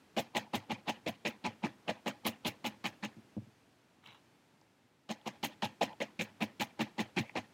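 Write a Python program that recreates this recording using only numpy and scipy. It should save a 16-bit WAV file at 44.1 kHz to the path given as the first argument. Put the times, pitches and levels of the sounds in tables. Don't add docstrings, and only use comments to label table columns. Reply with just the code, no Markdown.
import sys
import numpy as np
from scipy import signal
from scipy.fft import rfft, irfft
from scipy.io import wavfile
from scipy.ndimage import uniform_filter1d

SR = 44100
rng = np.random.default_rng(int(sys.argv[2]) if len(sys.argv) > 2 else 0)


def wav_record(signal):
    frames = np.transpose(np.atleast_2d(signal))
    bounded = np.clip(frames, -1, 1)
    quanta = np.round(bounded * 32767).astype(np.int16)
    wavfile.write(sys.argv[1], SR, quanta)


N = 332073

# time the tip enters in s, push length in s, first bite against the rest in dB,
# base levels in dB of table, pad, crunch, fizz and pull-out (the envelopes add their own offsets),
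# favoured pitch of the pad in Hz, favoured pitch of the crunch in Hz.
STABS = [(0.165, 0.039, 6, -43, -39, -40.5, -44.5, -56, 580, 2760),
         (0.348, 0.034, 0, -41, -37, -38, -42.5, -53.5, 766, 2500),
         (0.532, 0.034, 1, -38.5, -40, -40.5, -45, -56, 800, 2650),
         (0.695, 0.033, -1.5, -41.5, -40.5, -43.5, -59.5, -57.5, 820, 2500),
         (0.872, 0.034, -3.5, -41, -37, -38.5, -46, -57, 820, 2670),
         (1.062, 0.032, 5, -41, -40, -41.5, -52, -59, 570, 2400),
         (1.249, 0.038, 9, -44.5, -41.5, -40.5, -51.5, -56, 530, 2150),
         (1.44, 0.037, 1, -40.5, -40, -42, -62, -57.5, 860, 2340),
         (1.627, 0.039, -1, -36.5, -40.5, -46.5, -63, -59, 910, 2200),
         (1.877, 0.033, -0.5, -42.5, -36, -40, -56.5, -58, 628, 2000),
         (2.059, 0.034, 2.5, -41.5, -38, -41.5, -52, -57, 713, 2200),
         (2.247, 0.04, 1.5, -40.5, -38.5, -39, -41, -54, 810, 3150),
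         (2.447, 0.039, 3, -40.5, -41.5, -38.5, -42.5, -56, 810, 2700),
         (2.642, 0.037, 3.5, -45, -42, -42, -47, -57.5, 890, 2600),
         (2.84, 0.035, 3, -45.5, -43.5, -39.5, -46.5, -58.5, 950, 2380),
         (3.025, 0.032, 1, -45, -46.5, -42.5, -61, -61, 910, 1970),
         (5.09, 0.033, 4, -46, -45, -46, -55.5, -62, 810, 3200),
         (5.258, 0.027, 1, -45.5, -43, -48, -57, -60, 830, 2800),
         (5.429, 0.034, 6.5, -45, -50, -41.5, -43.5, -57, 840, 3140),
         (5.621, 0.039, 10.5, -45, -43, -42.5, -55, -57, 840, 3100),
         (5.809, 0.036, 9, -44, -39, -40.5, -47.5, -53, 650, 2470),
         (6.002, 0.035, 7, -45, -40.5, -44.5, -56.5, -57.5, 555, 2300),
         (6.191, 0.037, 5.5, -43, -46.5, -41, -47.5, -56.5, 527, 2100),
         (6.405, 0.033, 2.5, -38.5, -40.5, -41.5, -49.5, -56, 730, 2280),
         (6.597, 0.035, 5.5, -43, -41, -39, -42, -57.5, 910, 2400),
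         (6.791, 0.036, -0.5, -37.5, -38.5, -39, -49, -55, 775, 2200),
         (6.98, 0.035, 0, -39, -40.5, -40.5, -51.5, -55, 810, 2700),
         (7.163, 0.04, 2.5, -34.5, -45, -40.5, -49.5, -55.5, 910, 2340),
         (7.352, 0.036, 0.5, -41, -38.5, -41.5, -62, -58, 700, 1970)]
# frequency in Hz, bandwidth in Hz, level against the other modes in dB.
TABLE_MODES = [(215.6, 31, 0), (266, 31, -4.5), (291, 64.6, -5), (365, 120, -17.5)]
DEEP_MODES = [(104.2, 13, -1.2), (127.7, 17, 0.062)]
PAD_MODES = [(497, 93, -1), (607, 111, 1.5), (672.7, 142, -1), (838.2, 51, 1), (982, 88, -4),
             (1220, 275, -9.5)]
CRUNCH_MODES = [(1773, 346, -3), (2012, 238, -0.5), (2368, 350, -1.5), (2774, 304, 0), (3125, 446, -2.5),
                (3530, 360, -1.5), (4030, 940, -5)]
RASP_MODES = [(5244, 1200, -5), (6280, 190, 2.5), (6292, 255, 4.5)]
FIZZ_MODES = [(7150, 1500, -1), (9620, 960, -0.5), (11850, 1800, -0.5), (14000, 300, -6),
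              (14600, 1400, -0.5)]
TABLE_PEAK, BITE_PEAK, TREBLE_PEAK = 0.57, 0.56, 0.73
OUT_AFTER_S = 0.11
DEEP_UNDER_TABLE_DB = -10
RASP_DB, RASP_FOLLOWS = -51.5, 0.32
PULL_PAD_HZ, PULL_CRUNCH_HZ = 920, 1810


def needle():
    shove = even(rms_one(soft(tears(700, spread_db=2.5), hz=460)), span_s=0.0158)
    coarse = even(tears(1500, spread_db=4.0), span_s=0.016)
    fine = even(tears(6000, spread_db=4.5), span_s=0.012)
    finest = even(tears(8000, spread_db=5.0), span_s=0.013)
    drag = tears(2000, spread_db=1.0)

    deep = push(stab("table") + DEEP_UNDER_TABLE_DB, TREBLE_PEAK,
                touch_db=-44, entry_db=-23.5, top_db=-11, end_db=-25, fade_s=0.085)
    table = push(stab("table"), TABLE_PEAK,
                 touch_db=-65, entry_db=-14.5, top_db=-9, end_db=-18, fade_s=0.053)
    pad = push(stab("pad"), BITE_PEAK,
               touch_db=-10.5, entry_db=2.5, top_db=7, end_db=-1.0, fade_s=0.043)
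    crunch = push(stab("crunch"), BITE_PEAK,
                  touch_db=-22.5, entry_db=-4.0, top_db=7.5, end_db=-0.5, fade_s=0.038)
    rasp_db = RASP_DB + RASP_FOLLOWS * (stab("fizz") - stab("fizz").mean())
    rasp = push(rasp_db, TREBLE_PEAK,
                touch_db=-75, entry_db=-22.5, top_db=5.0, end_db=-3.5, fade_s=0.088)
    fizz = push(stab("fizz"), TREBLE_PEAK,
                touch_db=-50, entry_db=-27.5, top_db=-5, end_db=-11.5, fade_s=0.072)
    pad_out = pull(start_db=-1.0, turn_db=-2.3, end_db=-8.5)
    crunch_out = pull(start_db=10.5, turn_db=-0.6, end_db=-6.5)

    below_modes = signal.butter(4, 85, "high", fs=SR, output="sos")
    thump = body(shove, DEEP_MODES, deep) + body(shove, TABLE_MODES, table)
    going_in = (signal.sosfilt(below_modes, thump)
                + soft(body(coarse, PAD_MODES, pad, held("pad_hz"), narrow_db=12.5, flicker_db=2.3), hz=2400)
                + soft(body(fine, CRUNCH_MODES, crunch, held("crunch_hz"), narrow_db=7.5, flicker_db=1.5),
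                       hz=5600)
                + soft(body(fine, RASP_MODES, rasp, flicker_db=2.5), hz=8500)
                + body(finest, FIZZ_MODES, fizz, flicker_db=5.5))
    pad_scrape = body(drag, PAD_MODES, pad_out, PULL_PAD_HZ, narrow_db=2, flicker_db=3.5)
    cell_scrape = body(drag, CRUNCH_MODES, crunch_out, PULL_CRUNCH_HZ, narrow_db=7.5, flicker_db=3.5)
    coming_out = body(drag, TABLE_MODES, pad_out) + soft(pad_scrape, hz=2500) + soft(cell_scrape, hz=5000)
    return going_in + coming_out


def push(levels_db, peak, touch_db, entry_db, top_db, end_db, fade_s):
    shapes = []
    for s, length, bite, db in zip(stab("enter"), stab("length"), stab("bite"), levels_db):
        times = s + np.array([-.018, -.0015, .0005, peak * length, length, length + fade_s])
        shape_db = np.array([touch_db - 2.1 * bite - 16, touch_db - 0.88 * bite, entry_db + bite,
                             top_db, end_db, end_db - 53])
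        shapes.append((times, db + shape_db))
    return strokes(shapes)


def pull(start_db, turn_db, end_db):
    shapes = []
    for s, length, db in zip(stab("enter"), stab("length"), stab("pull")):
        times = s + np.array([length - .005, length + 0.0016, length + 0.035,
                              OUT_AFTER_S - .03, OUT_AFTER_S - .006, OUT_AFTER_S + 0.017])
        shapes.append((times, db + np.array([-20, start_db, turn_db, end_db + 3.5, end_db, end_db - 9])))
    return strokes(shapes)


def stab(name):
    names = "enter length bite table pad crunch fizz pull pad_hz crunch_hz".split()
    return np.transpose(STABS)[names.index(name)]


def held(name):
    return stab(name)[np.maximum(np.searchsorted(stab("enter") - .025, np.arange(N) / SR) - 1, 0)]


# time in s, click strength in dB, pitch in Hz,
# jolt into the pad in dB (both strengths before the common gains in the function).
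SNAPS = [(0.1677, -55, 2500, -27), (0.1907, -45, 2280, -18.5), (0.35, -32, 2970, -34),
         (0.3795, -27, 3470, -26), (0.5351, -40, 3470, -19.5), (0.5449, -25.5, 3600, -17),
         (0.708, -25, 2960, -32), (0.7161, -34, 2600, -24), (0.8849, -26, 2370, -38),
         (0.8935, -32, 3700, -21), (1.2521, -22.5, 2450, -23), (1.2615, -20, 2540, -30),
         (1.4445, -33, 3740, -59), (1.4507, -25.5, 2320, -39), (1.6384, -27, 2290, -25),
         (1.6478, -23, 2500, -35), (1.8804, -26, 2960, -24), (1.8905, -28.5, 2720, -23.5),
         (2.0813, -32, 2700, -21.5), (2.2786, -25.5, 2820, -47), (2.4491, -23.5, 3350, -30),
         (2.6522, -31, 3200, -29), (2.8549, -28, 1990, -26.5), (3.0541, -27.5, 2690, -37),
         (4.0614, -39, 2940, -55), (4.0736, -45, 3850, -60), (4.0871, -48, 2430, -55),
         (4.614, -58, 5200, -51), (5.2135, -48, 3300, -52), (5.2745, -35, 2810, -29),
         (5.4346, -24.5, 3060, -21.5), (5.448, -24.5, 1910, -23.5), (5.6249, -25, 1790, -33),
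         (5.6536, -28.5, 4170, -36), (5.8124, -35, 2350, -18.5), (5.8184, -24.5, 3520, -31),
         (5.8273, -25, 1960, -15.5), (5.9306, -45, 3060, -41), (6.0079, -26, 2050, -24.5),
         (6.0148, -21.5, 2020, -35), (6.1954, -23.5, 2390, -59), (6.211, -23, 2360, -36),
         (6.4295, -24.5, 2320, -33), (6.8097, -28, 2650, -27), (6.992, -19.5, 2120, -35),
         (7.1748, -21.5, 2400, -26), (7.181, -18, 2100, -55), (7.2949, -30.5, 2150, -43),
         (7.3628, -22, 2230, -30)]


def snaps():
    clicks, pitch_hz, jolts = np.zeros(N), np.ones(N), np.zeros(N)
    for s, level_db, hz, pad_db in SNAPS + stray_snaps():
        at = round(s * SR)
        clicks[at], pitch_hz[at], jolts[at] = from_db(level_db), hz, from_db(pad_db)
    cells = body(clicks, CRUNCH_MODES + RASP_MODES, from_db(18.5), pitch_hz, narrow_db=46.5)
    pad = body(jolts, PAD_MODES, from_db(16.0), held("pad_hz"), narrow_db=16.0)
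    return soft(cells, hz=6040) + soft(pad, hz=1850)


STRAY_OVER_CRUNCH_DB, STRAY_JOLT_OVER_PAD_DB, STRAY_SPREAD_DB = 6, 2.5, 4


def stray_snaps():
    when = rng.uniform(0.1033, 0.98, len(STABS))
    luck = rng.standard_normal((len(STABS), 3))
    return list(zip(stab("enter") + when * stab("length"),
                    stab("crunch") + STRAY_OVER_CRUNCH_DB + STRAY_SPREAD_DB * luck[:, 0],
                    stab("crunch_hz") * 2 ** (0.46 * luck[:, 1]),
                    stab("pad") + STRAY_JOLT_OVER_PAD_DB + STRAY_SPREAD_DB * luck[:, 2]))


# start in s, length in s, level in dB, pitch in Hz.
SNAGS = [(0.442, 0.042, -54, 800), (0.616, .03, -55, 800), (0.947, 0.041, -57, 840),
         (0.943, .03, -54, 2900), (1.125, 0.04, -59, 2900), (1.5, .04, -58, 2500),
         (1.959, 0.04, -52.5, 800), (2.135, .03, -57, 820), (5.336, .03, -67, 3400),
         (5.497, .05, -57, 3300), (5.87, 0.072, -48.5, 860), (7.24, 0.08, -54, 2270)]
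SNAG_EDGE_S = .008


def snags():
    out, scrape = 0, tears(3000, spread_db=1.0)
    for modes in (PAD_MODES, CRUNCH_MODES):
        rows = [row for row in SNAGS if modes[0][0] <= row[3] <= modes[-1][0]]
        shapes = []
        for s, length, db, _ in rows:
            times = s + np.array([-SNAG_EDGE_S, 0, length - SNAG_EDGE_S, length])
            shapes.append((times, db + np.array([-14, -1.5, 1.5, -14])))
        starts, hz = np.transpose(rows)[[0, 3]]
        pitch_hz = hz[np.maximum(np.searchsorted(starts - .02, np.arange(N) / SR) - 1, 0)]
        out = out + body(scrape, modes, strokes(shapes), pitch_hz, narrow_db=32)
    return out


# time in s, blow into the table in dB, into its deep modes in dB,
# into the pad in dB.
KNOCKS = [(3.167, -65.5, -69.5, -86), (3.185, -66, -89, -91), (3.241, -78, -94, -90),
          (3.367, -51, -59, -63), (3.377, -55.5, -58.5, -61), (3.418, -70, -67, -76),
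          (3.467, -73, -73, -92), (4.081, -76, -78.5, -90)]


def knocks():
    t, out = np.arange(400) / SR, 0
    contact = rms_one(t * np.exp(-2 * np.pi * 500 * t))
    for column, modes in enumerate([TABLE_MODES, DEEP_MODES, PAD_MODES[:3]], 1):
        blows = np.zeros(N)
        for row in KNOCKS:
            blows[round(row[0] * SR):][:400] += from_db(row[column]) * contact
        out = out + body(blows, modes)
    return soft(out, hz=1100)


# time in s, level in dB.
PEEL = [(4.025, -76), (4.04, -63.5), (4.07, -52), (4.095, -60), (4.105, -61), (4.125, -60), (4.17, -68.5),
        (4.2, -80)]
# frequency in Hz, bandwidth in Hz, level against the other modes in dB.
WOOL_MODES = [(990, 370, 7.5), (2260, 160, 6), (2850, 440, 5), (3930, 200, 4), (5430, 500, -18)]


def peel():
    level = strokes([np.transpose(PEEL)])
    grit, ticks = tears(1200, spread_db=2.0), tears(600, spread_db=0.0)
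    brush = soft(body(grit, WOOL_MODES, level, flicker_db=3.0), hz=6050)
    return brush + body(ticks, FIZZ_MODES, from_db(-23) * level)


# time in s, level in dB.
HISS = [(0, -64.5), (3.1, -63.5), (3.8, -67.5), (4.05, -68.5), (4.2, -66), (4.85, -69.5), (5.08, -70.5),
        (5.25, -64.5), (7.53, -63.5)]
# frequency in Hz, relative density in dB per Hz.
HISS_COLOUR = [(18, -50), (30, -29), (103, -2), (280, -0.5), (540, -9), (889, -9), (1070, -12.5),
               (2480, -15.5), (9220, -28.5), (14800, -35.5), (16000, -40)]


def hiss():
    hz = np.maximum(np.fft.rfftfreq(N, 1 / SR), 1)
    colour_hz, colour_db = np.transpose(HISS_COLOUR)
    gain = from_db(np.interp(np.log(hz), np.log(colour_hz), colour_db))
    noise = irfft(rfft(rng.standard_normal(N)) * gain, N)
    return rms_one(noise) * strokes([np.transpose(HISS)])


def body(x, modes, strength=1, favour_hz=None, narrow_db=0, flicker_db=0):
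    probe = np.zeros(8192)
    probe[0] = 1
    out, click = 0, 0
    for k, (hz, width, level_db) in enumerate(modes):
        r = np.exp(-np.pi * max(width, 5) / SR)
        b = from_db(level_db) * (1 - r * r) / 2 * (-1) ** k * np.array([1, 0, -1])
        a = [1, -2 * r * np.cos(2 * np.pi * hz / SR), r * r]
        drive_db = flicker_db * flicker(step_s=.012) if flicker_db else 0
        if favour_hz is not None:
            drive_db = drive_db - narrow_db * np.abs(np.log2(hz / favour_hz))
        out = out + signal.lfilter(b, a, x * strength * from_db(drive_db) + 1e-18)
        click = click + signal.lfilter(b, a, probe)
    return out / np.sqrt(np.sum(click ** 2))


def tears(per_s, spread_db):
    sizes = from_db(spread_db * np.minimum(rng.exponential(1, N), 4)) * rng.choice([-1, 1], N)
    return rms_one(sizes * (rng.random(N) < per_s / SR))


def strokes(shapes):
    out = np.zeros(N)
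    for times, levels_db in shapes:
        times = np.maximum.accumulate(times)
        span = np.arange(max(int(times[0] * SR), 0), min(int(times[-1] * SR), N))
        out[span] += from_db(np.interp(span / SR, times, levels_db))
    return out


def flicker(step_s):
    return np.interp(np.arange(N) / SR / step_s, np.arange(1500), rng.standard_normal(1500))


def soft(x, hz):
    return signal.sosfilt(signal.butter(2, hz, fs=SR, output="sos"), x + 1e-18)


def even(x, span_s):
    return x / np.sqrt(uniform_filter1d(x ** 2, size=int(span_s * SR)) + 0.019)


def from_db(db):
    return 10 ** (np.asarray(db) / 20)


def rms_one(x):
    return x / np.sqrt(np.mean(x ** 2) + 1e-20)


def scene():
    return (needle() + snaps() + snags() + knocks() + peel() + hiss())[None]


def record(dry):
    thin = signal.sosfilt(signal.butter(2, 45, "high", fs=SR, output="sos"), dry)
    return signal.sosfilt(signal.ellip(12, .5, 70, 15850, fs=SR, output="sos"), thin)


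dry = scene()
out = record(dry)
wav_record(out)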